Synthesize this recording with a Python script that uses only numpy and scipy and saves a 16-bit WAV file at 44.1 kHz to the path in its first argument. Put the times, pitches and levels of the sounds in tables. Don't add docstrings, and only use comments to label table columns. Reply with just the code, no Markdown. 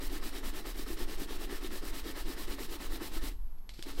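import sys
import numpy as np
from scipy import signal
from scipy.fft import rfft, irfft
from scipy.io import wavfile
from scipy.ndimage import uniform_filter1d

SR = 44100
rng = np.random.default_rng(int(sys.argv[2]) if len(sys.argv) > 2 else 0)


def wav_out(sig):
    wavfile.write(sys.argv[1], SR, np.round(np.clip(np.atleast_2d(sig).T, -1, 1) * 32767).astype(np.int16))


N = 176400
TIME = np.arange(N) / SR


def amp(db):
    return 10 ** (np.asarray(db) / 20)


def unit_rms(x):
    return x / np.sqrt(np.mean(x ** 2) + 1e-20)


def add(mix, start_s, sound):
    part = mix[max(round(start_s * SR), 0):][:len(sound)]
    part += sound[:len(part)]


def envelope(points):
    return amp(np.interp(TIME, *np.transpose(points)))


def coloured(x, spectrum, resonances=()):
    hz = abs(np.fft.fftfreq(16384, 1 / SR))
    knots_hz, knots_db = np.transpose(spectrum)
    db = np.interp(np.log(hz + 1), np.log(knots_hz + 1), knots_db)
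    db += sum(lift / (1 + (2 * (hz - centre) / width) ** 2) for centre, width, lift in resonances)
    response = np.exp(np.conj(signal.hilbert(np.log(amp(db)))))
    taps = np.fft.ifft(response).real[:len(hz) // 2]
    return signal.fftconvolve(x, taps / np.linalg.norm(taps))[:len(x)]


def wander(rate_hz):
    hz = np.fft.rfftfreq(N, 1 / SR)
    return unit_rms(irfft(rfft(rng.standard_normal(N)) / (1 + (hz / rate_hz) ** 4), N))


def slips(per_s, spread_db):
    size = amp(spread_db * np.minimum(rng.exponential(1, N), 5))
    return unit_rms(size * rng.choice([-1, 1], N) * (rng.random(N) < per_s / SR))


# (time [s], duration [s], pressure level [dB], hiss level [dB])
STROKE_PLAN = [(-0.006, 0.11, -1, 1.5), (0.084, 0.12, 1, -2.3), (0.211, 0.11, -0.5, 1.5),
               (0.315, 0.099, 1.7, -2.2), (0.424, 0.097, -0.3, 2.5), (0.525, 0.1, 1.5, -1),
               (0.639, 0.1, -0.8, 0.7), (0.737, 0.12, 0, -1.5), (0.851, 0.12, -2.0, 0.5),
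               (0.962, 0.098, 1.8, -0.4), (1.065, 0.12, -1.4, -1.7), (1.167, 0.098, 1.0, -0.5),
               (1.27, 0.13, -1.2, -2.7), (1.377, 0.099, 0.6, -3), (1.481, 0.13, -0.5, -1.1),
               (1.6, 0.096, -0.1, -3), (1.696, 0.12, -1.5, 0.3), (1.814, 0.11, 0.8, -1.1),
               (1.919, 0.11, -0.5, 1.7), (2.03, 0.11, 1.2, -2), (2.144, 0.1, -1, 1), (2.243, 0.12, 0, -1.6),
               (2.355, 0.12, -0.4, 1), (2.463, 0.106, 1.5, -1.4), (2.572, 0.11, -0.9, 1.5),
               (2.68, 0.1, 0.1, -0.5), (2.787, 0.11, -1, 0), (2.89, 0.1, 1, -1.0), (2.996, 0.11, -0.3, 1.5),
               (3.105, 0.1, 0.8, -1.1), (3.207, 0.11, -0.7, 2.5), (3.847, 0.088, -1.5, -6.5),
               (3.961, 0.11, -4, -1)]


def stroking(shapes, settle_s, tips=False):
    gain = np.zeros(N)
    landing_s, landing_width_s = 0.017, 0.0098
    for k, (start, length, pressure_db, hiss_db) in enumerate(STROKE_PLAN):
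        rise, fall, turn_db, swell_db, scuff_db = shapes[k % 2]
        on = (TIME >= start) & (TIME < start + length + 10 * settle_s)
        t = TIME[on] - start
        progress = np.minimum(t / length, 1)
        speeding = np.sin(np.pi / 2 * np.minimum(progress / rise, 1))
        slowing = np.sin(np.pi / 2 * np.minimum((1 - progress) / fall, 1))
        speed = (speeding * slowing) ** 2
        settling = np.exp(-np.maximum(t - length, 0) / settle_s)
        slide = amp(turn_db * (1 - speed) + swell_db * (progress - 1)) * settling
        scuff = amp(scuff_db) * np.exp(-((t - landing_s) / landing_width_s) ** 2)
        gain[on] = amp(hiss_db if tips else pressure_db) * np.hypot(slide, scuff)
    return uniform_filter1d(gain, size=150)


# (rise [fraction], fall [fraction], turn level [dB], swell [dB], scuff [dB])
SCRUB_STROKE = [(0.13, 0.65, -10.5, -1.9, -13), (0.23, 0.62, -5.5, 2.5, -10.5)]
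# (frequency [Hz], level [dB])
SCRUB_SPECTRUM = [(100, -28), (250, -6), (550, 3.5), (680, -3.5), (1150, 0.5), (1550, -1.5), (2000, 2),
                  (2500, -11), (5000, -37.5)]
# (frequency [Hz], bandwidth [Hz], lift [dB])
CONTACT_MODES = [(550, 92, 3), (725, 100, 6), (873, 77, 6), (1110, 115, 5), (1292, 30, 5), (1790, 45, 5.5),
                 (1838, 65, 2.5), (3945, 510, 5.5)]


def scrub():
    friction = slips(per_s=5000, spread_db=1.5) * stroking(SCRUB_STROKE, settle_s=0.011)
    roughness = amp(2.14 * wander(rate_hz=110))
    return amp(-53) * coloured(friction * roughness, SCRUB_SPECTRUM, CONTACT_MODES)


# (rise [fraction], fall [fraction], turn level [dB], swell [dB], scuff [dB])
RASP_STROKE = [(0.23, 0.35, -8.3, -1.05, -17), (0.53, 0.35, -11, -0.5, -4)]
# (frequency [Hz], level [dB])
RASP_SPECTRUM = [(200, -12.5), (600, -7), (1300, 2.5), (2000, 2), (2400, 2.5), (3000, 4.5), (4000, 0),
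                 (5300, 1), (6300, -7), (9000, -6.5), (16000, -24)]


def rasp(clumps):
    friction = slips(per_s=9000, spread_db=1) * stroking(RASP_STROKE, settle_s=0.018)
    return amp(-49.5) * coloured(friction * amp(0.73 * clumps), RASP_SPECTRUM, CONTACT_MODES)


# (rise [fraction], fall [fraction], turn level [dB], swell [dB], scuff [dB])
HISS_STROKE = [(.32, 0.31, -17.5, 0.5, -28), (0.41, 0.23, -18, -3, -24)]
# (frequency [Hz], level [dB])
HISS_SPECTRUM = [(500, 5.5), (2500, -3), (4500, 3.5), (6400, 0), (7800, 2), (10600, 1), (12400, 4),
                 (14000, 1), (16000, 1)]


def tip_hiss(clumps):
    friction = slips(per_s=18000, spread_db=1) * stroking(HISS_STROKE, settle_s=0.027, tips=True)
    return amp(-49) * coloured(friction * amp(0.39 * clumps), HISS_SPECTRUM)


# (rise [fraction], fall [fraction], turn level [dB], swell [dB], scuff [dB])
DRAG_STROKE = [(0.22, 0.53, -11.5, -2.5, -1.5), (0.47, 0.7, -4, 0.26, -4.5)]
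# (frequency [Hz], level [dB])
BOOT_SPECTRUM = [(40, -4), (130, -28.5), (200, -7), (235, -11), (275, -2), (320, -4), (370, -6), (440, -7),
                 (510, -26.5), (800, -24), (2000, -50.5)]
# (frequency [Hz], bandwidth [Hz], lift [dB])
CAVITY_MODES = [(276, 31, 2.5), (317, 26, 1.5), (362, 22, 1.5), (392, 27, 1)]


def hollow_boot():
    drag = rng.standard_normal(N) * stroking(DRAG_STROKE, settle_s=0.035)
    return amp(-47.5) * coloured(drag, BOOT_SPECTRUM, CAVITY_MODES)


def shifting_contact(x, depth_db, bins, frames):
    spectra = signal.stft(x, nperseg=512, noverlap=384)[2]
    patches = uniform_filter1d(rng.standard_normal(spectra.shape), bins, axis=0)
    patches = uniform_filter1d(patches, frames, axis=1)
    gain = unit_rms(amp(depth_db * unit_rms(patches)))
    return signal.istft(spectra * gain, nperseg=512, noverlap=384)[1][:N]


def brushing():
    clumps = wander(rate_hz=94)
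    leather = scrub() + rasp(clumps)
    hiss = tip_hiss(clumps)
    return shifting_contact(leather + hollow_boot(), depth_db=1.18, bins=7, frames=14) + hiss


def air_puffs(width_s=0.014):
    starts = np.array(STROKE_PLAN)[:, :1]
    u = (TIME - starts) / width_s
    pulses = (1 - u ** 2 / 2) * np.exp(-u ** 2 / 4)
    return amp(-31.5) * pulses.sum(0)


# (time [s], level [dB])
DRAUGHT_LEVELS = [(0, -35.5), (1.4, -38), (2.7, -37), (3.42, -33), (3.58, -41), (3.88, -45.5), (4, -26.5)]
# (frequency [Hz], level [dB])
AIR_SPECTRUM = [(4, -8.5), (9, -1), (15, 9.5), (22, -5), (36, -1), (50, -17.5), (68, -18), (90, -31.5),
                (130, -39), (300, -71), (1000, -75)]
# (frequency [Hz], level [dB])
ROOM_SPECTRUM = [(60, 3), (130, -3), (210, 2), (400, -10.5), (680, -13.5), (930, -9), (1300, -15.5),
                 (2500, -24), (5000, -26), (8000, -31), (15500, -30)]


def background():
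    air = envelope(DRAUGHT_LEVELS) * unit_rms(coloured(rng.standard_normal(N), AIR_SPECTRUM))
    floor = amp(-62.5) * coloured(rng.standard_normal(N), ROOM_SPECTRUM)
    whine_hz = 11515 + 26.2 * wander(rate_hz=38)
    whine = np.sin(2 * np.pi * np.cumsum(whine_hz) / SR)
    return air + floor + amp(-73) * unit_rms(whine)


# (time [s], level [dB], frequency [Hz])
BOOT_BUMPS = [(0.127, -39, 325), (0.158, -33, 316), (0.545, -39, 284), (0.666, -46, 366), (0.793, -31, 300),
              (0.902, -32, 342), (0.929, -39, 330), (1.011, -40.5, 353), (1.217, -32.5, 297),
              (1.306, -35, 410), (1.525, -31.5, 383), (1.645, -31.5, 354), (1.655, -37.5, 318),
              (1.719, -41, 330), (1.836, -36.5, 360), (2.055, -34, 357), (2.176, -39, 363),
              (2.265, -37, 313), (2.299, -32.5, 312), (2.478, -36.5, 347), (2.512, -32.5, 293),
              (2.698, -39.5, 320), (2.721, -35.5, 368), (2.939, -36.5, 336), (3.018, -32.5, 310),
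              (3.166, -35, 330), (3.236, -36.5, 297), (3.272, -37, 330), (3.79, -41.5, 335),
              (3.867, -41.5, 340), (3.977, -49, 360), (3.991, -41, 402)]


def bumps(rise_s=0.0025, decay_s=0.0062):
    t = np.arange(SR // 16) / SR
    pulse = np.minimum(t / rise_s, 1) * np.exp(-np.maximum(t - rise_s, 0) / decay_s)
    thump, push = np.zeros(N), np.zeros(N)
    for start, db, hz in BOOT_BUMPS:
        force = amp(db - 0.04) * pulse
        add(thump, start, force * np.sin(2 * np.pi * hz * t))
        add(push, start, force)
    scrape = coloured(push * rng.standard_normal(N), RASP_SPECTRUM, CONTACT_MODES)
    return thump + amp(-8.5) * push + amp(-19) * scrape


# (time [s], level [dB], rebound interval [s], gain per rebound [dB], contact cutoff [Hz])
HANDLE_CLICKS = [(3.584, -50, 0.00088, 2, 6000), (3.693, -20, 0.00092, -6.5, 6170),
                 (3.697, -30, 0.00054, -10, 6000), (3.791, -37.5, 0.0013, 8.5, 3000),
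                 (3.826, -19.5, 0.00061, -2.5, 12000)]
# (time [s], level [dB])
GRIP_LEVELS = [(3.68, -98), (3.70, -56), (3.733, -68), (3.74, -55), (3.755, -62), (3.785, -59.5),
               (3.80, -57), (3.82, -61), (3.838, -47), (3.855, -68), (3.88, -57)]
# (frequency [Hz], level [dB])
HANDLE_SPECTRUM = [(200, -19), (550, -4.5), (1000, -14.5), (1700, -6.5), (2500, -3.5), (3300, -3),
                   (4100, 1.5), (5300, -4), (6600, -10), (7700, -7), (10000, -14), (13000, -14),
                   (16000, -23)]


def handling(contacts=3, t60_s=0.023):
    t = np.arange(SR // 30) / SR
    knocks = np.zeros(N)
    for start, db, gap_s, step_db, cutoff_hz in HANDLE_CLICKS:
        blow = t * np.exp(-2 * np.pi * cutoff_hz * t)
        ring = rng.standard_normal(len(t)) * amp(-60 * t / t60_s)
        click = blow + amp(-11) * signal.fftconvolve(blow, ring / np.linalg.norm(ring))[:len(t)]
        for k in range(contacts):
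            add(knocks, start + k * gap_s, amp(db + k * step_db) * click / blow.sum())
    rustle = envelope(GRIP_LEVELS) * slips(per_s=14000, spread_db=1)
    return coloured(knocks + rustle, HANDLE_SPECTRUM)


# (time [s], level [dB])
BLOCK_THUDS = [(3.788, -43.5)]


def thud(hz=152, decay_s=0.002):
    t = np.arange(SR // 16) / SR
    pulse = t / decay_s * np.exp(1 - t / decay_s)
    out = np.zeros(N)
    for start, db in BLOCK_THUDS:
        add(out, start, amp(db) * pulse * np.sin(2 * np.pi * hz * t))
    return out


def room(x, t60_s=0.37):
    t = np.arange(SR // 3) / SR
    tail = rng.standard_normal(len(t)) * amp(-60 * t / t60_s) * (t > 0.006)
    early = np.zeros(len(t))
    early[rng.integers(SR // 400, SR // 80, size=8)] = rng.choice([-1, 1], size=8)
    taps = amp(-16) * tail / np.linalg.norm(tail) + amp(-17) * early / np.linalg.norm(early)
    return x + signal.fftconvolve(x, taps)[:N]


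def scene():
    return (room(brushing() + bumps() + handling() + thud()) + air_puffs() + background())[None]


def record(dry):
    taps = signal.firwin(511, cutoff=15830, window=("kaiser", 9), fs=SR)
    return signal.oaconvolve(dry, taps[None], "same")


dry = scene()
out = record(dry)
wav_out(out)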